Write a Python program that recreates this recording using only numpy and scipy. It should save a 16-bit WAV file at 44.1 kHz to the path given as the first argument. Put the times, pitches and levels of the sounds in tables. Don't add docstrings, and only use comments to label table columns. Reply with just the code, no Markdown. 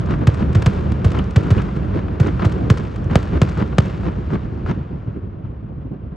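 import sys
import numpy as np
from scipy import signal
from scipy.fft import rfft, irfft, next_fast_len
from scipy.io import wavfile
from scipy.ndimage import uniform_filter1d, map_coordinates

SR = 44100
rng = np.random.default_rng(int(sys.argv[2]) if len(sys.argv) > 2 else 0)


def put_to_file(sound):
    columns = np.atleast_2d(sound).T
    safe = np.clip(columns, -1, 1)
    whole_steps = np.round(safe * 32767)
    wavfile.write(sys.argv[1], SR, whole_steps.astype(np.int16))


N = 271656

# start_s, crack_db,
# crack_length_s, knock_db, boom_db, shore_delay_s, shore_db, near_wall_db, far_wall_db
SHELLS = [(-.8, -9, .004, -6, -2, .885, .5, -30, -30), (-.5, -14.5, .004, -23, -1, .872, 4, -30, -30),
          (-.151, -10, .004, -24, -13, .884, -8, -30, -31),
          (.271, -8.5, .0036, -17, -.5, .869, 0, -23, -25.5),
          (.55, -13, .0058, -28, -3, .88, -2, -14.5, -33),
          (.661, -6, .005, -15.5, -.5, .885, -3.5, -28, -22),
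          (1.045, -14, .0074, -14, -1, .893, 2.5, -20.5, -35),
          (1.3604, -8.5, .0044, -19.5, -1, .869, .5, -28, -22.5),
          (1.505, -13.5, .006, -12.5, -1.5, .887, 9, -28, -31),
          (2.1996, -15, 0.0044, -14, -2.5, .897, 6, -26, -30),
          (2.449, -14, .0061, -14.5, -1, .872, 3, -22, -30),
          (2.7011, -4.8, .0022, -8, -2, .869, -.8, -20, -27),
          (3.156, -2.2, 0.00073, -2.5, -9, .875, -8.5, -24, -31),
          (3.417, -6, .001, -8, -5, .884, -3.5, -24, -35),
          (3.7836, -2, .001, -5.5, -6, .876, -5.5, -26, -39)]
# pitch_hz, level_db
WASH_TONE = [(290, -30.5), (500, -4.5), (812, -11.5), (969, -6), (1140, -6), (1480, -8.5), (2110, -15.5),
             (2840, -18.5), (3690, -26), (7760, -45), (8430, -47), (11000, -74), (18500, -120)]
# pitch_hz, side_minus_mid_db
STEREO_WIDTH = [(50, -20), (125, -14.5), (300, -9), (450, -3.5), (600, 1.5), (950, 6), (1400, -4),
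                (2000, -21), (4000, -24), (8000, -18)]


def amp(db):
    return 10 ** (np.asarray(db) / 20)


def along(points, hz):
    pitches, values = np.transpose(points)
    return np.interp(np.log(hz + 1), np.log(pitches + 1), values)


def wobble(turns_per_s, count):
    points = rng.standard_normal(int(count * turns_per_s / SR) + 4)
    curve = map_coordinates(points, [np.arange(0, count * turns_per_s / SR + 1, 1 / 8)], order=2)
    return np.interp(np.arange(count) * (8 * turns_per_s / SR), np.arange(len(curve)), curve)


def filtered(sound, gain_at):
    count = sound.shape[-1]
    size = next_fast_len(count + 8192)
    return irfft(rfft(sound, size) * gain_at(np.fft.rfftfreq(size, 1 / SR)), size)[..., :count]


def impulse(tone, size=2048):
    cepstrum = np.fft.irfft(np.log(amp(along(tone, np.fft.rfftfreq(size, 1 / SR)))))
    cepstrum[1:size // 2] *= 2
    cepstrum[size // 2 + 1:] = 0
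    pulse = irfft(np.exp(rfft(cepstrum)))
    return pulse / np.linalg.norm(pulse)


def levelled(pair, window_s):
    power = uniform_filter1d(np.mean(pair ** 2, 0), max(int(window_s * SR), 8))
    return pair / np.sqrt(np.abs(power) + 1e-12)


def steady_noise(tone, count, window_s=.038):
    size = next_fast_len(count, real=True)
    hz = np.fft.rfftfreq(size, 1 / SR)
    spectra = rng.standard_normal((2, 2 * len(hz))).view(complex) * amp(along(tone, hz))
    mid = irfft(spectra[0], size)[:count]
    side = irfft(spectra[1] * amp(along(STEREO_WIDTH, hz)), size)[:count]
    return levelled(np.array([mid + side, mid - side]), window_s)


def add(track, sound, start_s):
    start = round(start_s * SR)
    lo, hi = max(start, 0), min(start + sound.shape[-1], N)
    if hi > lo:
        track[:, lo:hi] += sound[..., lo - start:hi - start]


def dulled(sound, db_per_khz):
    return filtered(sound, lambda hz: amp(-db_per_khz * hz / 1000))


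def through_air(sound, travel_s, air_db=1.28):
    count = sound.shape[-1]
    hz, frame_s, spectra = signal.stft(sound, SR, nperseg=256)
    frame_travel_s = np.interp(frame_s, np.arange(count) / SR, travel_s)
    loss_db = air_db * np.outer(hz / 1000, frame_travel_s)
    return signal.istft(spectra * amp(-loss_db), SR, nperseg=256)[1][..., :count]


def rolling_echoes(lump_db=2.1, flutter_db=1.05, wash_swing=.72, dull_from_s=4.6):
    # time_s, rumble_db, wash_db
    loudness = [(0.0, -19, -38), (0.39, -19.5, -38.5), (2.07, -23.5, -39.5), (2.59, -21, -38),
                (3.04, -24.5, -44), (3.36, -22, -42), (4.2, -25, -47), (4.68, -27.5, -47.5),
                (5.25, -31, -52.5), (5.59, -31.5, -54), (6.16, -33, -55.5)]
    # pitch_hz, level_db
    rumble_tone = [(13, -53.5), (22, -32), (27, -28), (35, -21.5), (40, -14), (53, 1.5), (70, 4.3),
                   (119, -.5), (201, -4.5), (255, -14.5), (292, -10.5), (350, -14), (800, -30.5),
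                   (1040, -51), (1760, -120)]
    times_s, *levels = np.transpose(loudness)
    t = np.arange(N) / SR
    rumble_db, wash_db = [np.interp(t, times_s, column) for column in levels]
    wash_db = wash_db.mean() + wash_swing * (wash_db - wash_db.mean())
    lumps = wobble(22, N)
    rumble = amp(rumble_db - .2 + lump_db * lumps) * steady_noise(rumble_tone, N, window_s=.06)
    wash = amp(wash_db + .2 + .5 * lumps + flutter_db * wobble(90, N)) * steady_noise(WASH_TONE, N)
    return rumble + through_air(wash, np.clip(t - dull_from_s, 0, .9), air_db=1.0)


def hump(t, rise_s):
    return t / rise_s * np.exp(1 - t / rise_s)


def thuds():
    # start_s, deep_db, hollow_db, crack_db
    far_thuds = [(.208, -23, -17, -30.5), (.91, -18, -26, -51), (1.762, -21, -25, -44),
                 (2.555, -25, -22, -48), (3.052, -18.5, -37, -56.5), (3.328, -22, -19, -36),
                 (4.168, -21.5, -21.5, -54), (4.328, -24, -17, -44), (4.43, -24, -29, -56),
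                 (4.635, -21, -38, -58), (4.695, -21, -23, -48), (4.76, -30, -30, -52),
                 (4.925, -26, -37, -58), (5.068, -24, -27.5, -49), (5.155, -28, -24.5, -50),
                 (5.44, -25, -40, -48), (5.625, -30, -30.5, -58), (5.765, -25, -36, -53),
                 (5.845, -36, -30, -55), (5.908, -29, -24.5, -54), (6.055, -33, -32, -58),
                 (6.112, -33, -32, -49)]
    # delay_s, deep_db, hollow_db, crack_db
    hills = [(.905, -17, -18, -35), (1.289, -23, -30, -45), (1.366, -28, -30, -50), (1.48, -28, -28.5, -52),
             (1.655, -25, -34, -43), (2.069, -25, -28, -57)]
    # pitch_hz, level_db
    deep_tone = [(25, -31.5), (60, -1), (100, 1.5), (150, -5.5), (250, -24.5), (1000, -88.5)]
    hollow_tone = [(80, -28), (150, 2), (195, 4), (240, -1), (300, -3.5), (380, -5), (500, -18.5),
                   (900, -32), (2500, -71)]
    arrivals = list(far_thuds)
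    for start_s, _, _, knock_db, boom_db, *_ in SHELLS:
        for delay_s, *levels in hills:
            arrivals.append((start_s + delay_s, *(np.array(levels) + bass_level(knock_db, boom_db))))
    powers = np.zeros((3, N))
    shape = hump(np.arange(SR // 5) / SR, rise_s=.012)
    for start_s, *levels in arrivals:
        add(powers, np.outer(amp(levels), shape) ** 2, start_s)
    tones = [deep_tone, hollow_tone, WASH_TONE]
    sound = sum(np.sqrt(power) * steady_noise(tone, N) for power, tone in zip(powers, tones))
    return dulled(sound, db_per_khz=1.5)


def zings(pitch_hz=2900, waver_hz=380):
    # start_s, level_db
    rings = [(1.187, -28), (1.582, -32)]
    out, t = np.zeros((2, N)), np.arange(SR // 20) / SR
    for start_s, level_db in rings:
        hz = pitch_hz + waver_hz * wobble(1200, len(t))
        ring = hump(t, rise_s=.003) * np.sin(2 * np.pi * np.cumsum(hz) / SR)
        add(out, amp(level_db) * ring, start_s)
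    return out


def ticks(fade_s=.009):
    # start_s, level_db
    events = [(.061, -33), (1.105, -28), (1.189, -26), (1.242, -33), (1.309, -28.5), (2.271, -28),
              (2.783, -27), (3.043, -33), (3.496, -29), (3.576, -32), (4.712, -31)]
    # pitch_hz, level_db
    tick_tone = [(300, -30), (1500, -3), (3000, 0), (5500, -1), (8300, -9), (11000, -16), (15000, -25)]
    out, t = np.zeros((2, N)), np.arange(SR // 40) / SR
    for start_s, level_db in events:
        burst = rng.standard_normal(len(t)) * amp(-60 * t / fade_s)
        tick = signal.fftconvolve(burst, impulse(tick_tone))
        add(out, amp(level_db + 6.5) * tick / np.linalg.norm(tick), start_s)
    return out


def snaps(air_db=2.7, face_spread_db=.8, face_travel_s=1.55, lead_samples=64):
    # start_s, level_db, travel_s
    dull_snaps = [(.072, -20, 1.3), (.107, -14, 1.0), (1.149, -13.5, 1.4), (1.688, -21.5, 1.4),
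                  (1.767, -20, 1.3), (2.082, -20, 1.5), (2.395, -16, 1.4), (3.109, -16.5, 1.4),
                  (3.332, -16, 1.5), (3.474, -18, 1.2), (3.726, -20, 1.36), (3.945, -23, 1.1)]
    # delay_s, level_db
    shore_faces = [(.001, -11.5), (.034, -8.5), (.052, -6)]
    out, arrivals = np.zeros((2, N)), list(dull_snaps)
    for start_s, crack_db, _, _, _, shore_s, shore_db, *_ in SHELLS:
        for delay_s, face_db in shore_faces:
            level_db = crack_db + shore_db + face_db + face_spread_db * rng.standard_normal()
            arrivals.append((start_s + shore_s + delay_s, level_db, face_travel_s))
    for start_s, level_db, travel_s in arrivals:
        sharp = crack(0, length_s=.004, front_weight=.2, fade_s=.025)
        snap = dulled(np.pad(sharp, (lead_samples, 0)), air_db * travel_s)
        add(out, amp(level_db + 10) * snap / np.linalg.norm(snap), start_s - lead_samples / SR)
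    return out


def swell(outline, edge_s=.0023):
    times_s, level_db = np.transpose(outline)
    t = np.arange(int(times_s[-1] * SR)) / SR
    return amp(np.interp(t, times_s, level_db)) * np.tanh(t / edge_s) * np.tanh((t[-1] - t) / edge_s)


def rattle(count, delay_s, faces_per_s=650, spread_db=4.5, fade_s=.004, blur_db=-3):
    # pitch_hz, level_db
    echo_tone = [(100, -18), (400, 4.5), (750, -4), (1400, 1.5), (2000, -6), (3000, -9.5), (5000, -18),
                 (8300, -28), (15000, -24)]
    hits = rng.random(count) < faces_per_s / SR
    sizes = hits * amp(spread_db * np.clip(rng.standard_normal(count), -2, 2))
    burst = amp(-60 * np.arange(SR // 100) / SR / fade_s)
    power = np.abs(signal.fftconvolve(sizes ** 2, burst ** 2)[:count])
    noise = np.sqrt(power) * rng.standard_normal((2, count))
    mid, side = filtered(noise, lambda hz: amp(along(echo_tone, hz)))
    side = filtered(side, lambda hz: amp(along(STEREO_WIDTH, hz)))
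    clatter = np.array([mid + side, mid - side])
    clatter /= np.sqrt(np.mean(clatter ** 2) + 1e-20)
    blur = amp(blur_db) * steady_noise(echo_tone, count)
    return through_air(levelled(clatter + blur, window_s=.032), delay_s + np.arange(count) / SR)


def harbour_echoes(scatter_follow=.25):
    # delay_s, level_db
    scatter = [(.008, -5.5), (.04, -13.5), (.09, -14.5), (.17, -18.5), (.3, -22.5), (.6, -25), (1.0, -25.5),
               (1.4, -31)]
    # time_s, level_db
    shore = [(0, -9), (.018, -2), (.036, -2), (.052, -3), (.075, -14), (.16, -25)]
    # pitch_hz, level_db
    bass_tone = [(25, -35.5), (45, -13.5), (65, -3), (120, -1), (190, 1), (240, -13), (300, -7.5),
                 (390, -9.5), (600, -21), (1000, -34.5), (3000, -69)]
    treble, bass_power = np.zeros((2, N)), np.zeros((1, N))
    near, far = swell(scatter), swell(shore)
    for start_s, crack_db, _, knock_db, boom_db, shore_s, shore_db, *_ in SHELLS:
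        groups = [(near, 0, scatter_follow * crack_db - 21.9, -12.8),
                  (far, shore_s, crack_db + shore_db - 21, -19)]
        for shape, delay_s, rattle_db, bass_db in groups:
            add(treble, amp(rattle_db) * shape * rattle(len(shape), delay_s), start_s + delay_s)
            bass_curve = amp(bass_level(knock_db, boom_db) + bass_db) * shape
            add(bass_power, bass_curve ** 2, start_s + delay_s)
    return treble + np.sqrt(bass_power) * steady_noise(bass_tone, N)


def bass_level(knock_db, boom_db, knock_share=.7):
    return 10 * np.log10(amp(boom_db) ** 2 + knock_share * amp(knock_db) ** 2)


def crack(level_db, length_s, front_weight=.44, fade_s=.021):
    # pitch_hz, level_db
    front_tone = [(150, -19), (400, -2.5), (750, 0.5), (1200, 4.5), (2000, -1.5), (3000, -5), (5000, -13),
                  (8400, -18), (15000, -17)]
    t = np.arange(SR // 10) / SR
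    bounces = rng.standard_normal(len(t)) * amp(-60 * np.maximum(t - length_s, 0) / fade_s)
    bounces /= np.linalg.norm(bounces)
    bounces[0] = front_weight * np.sqrt(.0026 / length_s)
    spectrum = rfft(bounces, 2 * len(t))
    broad_tone = np.sqrt(uniform_filter1d(np.abs(spectrum) ** 2, 90))
    bounces = irfft(spectrum / broad_tone)[:len(t)]
    bounces /= np.linalg.norm(bounces)
    return amp(level_db + 11.5) * signal.fftconvolve(bounces, impulse(front_tone))[:len(t)]


def punch(level_db):
    # pitch_hz, level_db
    smack_tone = [(120, -31.5), (330, 3), (620, 3.5), (1000, -7), (3000, -38), (9000, -65)]
    return amp(level_db + 4.2) * np.pad(impulse(smack_tone), (0, SR // 10))[:SR // 10]


def boom(knock_db, boom_db, sweep_s, sweep_cycles=1.94, end_hz=92, swell_s=.0086, knock_s=.011):
    t = np.arange(SR // 10) / SR
    peak_s = 3.65 * sweep_s
    hz = end_hz * (1 + .02 * rng.standard_normal()) + sweep_cycles / sweep_s * np.exp(-t / sweep_s)
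    knock = amp(knock_db) * np.exp(-t / knock_s)
    body = np.exp(-((t - peak_s) / swell_s) ** 2)
    tail = .14 * np.exp(-((t - 2 * peak_s) / (2 * swell_s)) ** 2)
    fade_in = 1 - np.exp(-t / .0012)
    loudness = (knock + amp(boom_db - .7) * (body + tail)) * fade_in
    return loudness * np.cos(2 * np.pi * np.cumsum(hz) / SR)


def shells(rebound_s=.0198, rebound_db=6):
    # pitch_hz, level_db
    rebound_tone = [(25, -40), (70, -22), (160, -9), (300, 0), (420, 0), (650, -14), (1500, -36),
                    (5000, -65)]
    wall_delays_s = [.0725, .258]
    # pitch_hz, gain_db
    ground_tone = [(110, -0.5), (190, 5), (270, -7), (400, -2), (650, 2.5), (1000, 0.5)]
    out = np.zeros((1, N))
    for start_s, crack_db, length_s, knock_db, boom_db, _, _, *slaps_db in SHELLS:
        sweep_s = .0047 * (length_s / .0045) ** .27
        burst = crack(crack_db, length_s) + punch(knock_db) + boom(knock_db, boom_db, sweep_s)
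        add(out, burst, start_s)
        rebound = amp(bass_level(knock_db, boom_db) + rebound_db) * impulse(rebound_tone)
        add(out, rebound, start_s + rebound_s)
        for delay_s, slap_db in zip(wall_delays_s, slaps_db):
            add(out, crack(slap_db, length_s=.0037, fade_s=.015), start_s + delay_s)
    return filtered(out, lambda hz: amp(along(ground_tone, hz)))


def scene():
    # pitch_hz, left_minus_right_db
    balance = [(60, -0.6), (130, -1), (280, -1), (550, -4), (950, 3.5), (1400, 5.5), (2000, -0.5),
               (8000, 0)]
    # pitch_hz, lead_radians
    left_lead = [(100, .05), (400, .2), (700, 0), (1200, -.6), (1600, -.1), (2200, 0), (3000, -.55),
                 (4400, -.55), (5900, .3), (7400, .1), (8400, 1.3), (9100, 3.1), (10500, 4.2), (13000, 6.3)]
    sound = shells() + harbour_echoes() + snaps() + ticks() + zings() + thuds() + rolling_echoes()
    sides = np.array([[.5], [-.5]])
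    return filtered(
        sound, lambda hz: amp(along(balance, hz) * sides) * np.exp(1j * along(left_lead, hz) * sides))


def record(dry, top_hz=15700):
    # pitch_hz, gain_db
    treble = [(8500, 0), (9200, -4), (10500, -11), (13000, -18), (14200, -26), (15500, -28)]
    rounded = dry / (1 + np.abs(dry) ** 8) ** (1 / 8)
    return filtered(rounded, lambda hz: amp(along(treble, hz)) / (1 + (hz / top_hz) ** 40))


dry = scene()
out = record(dry)
put_to_file(out)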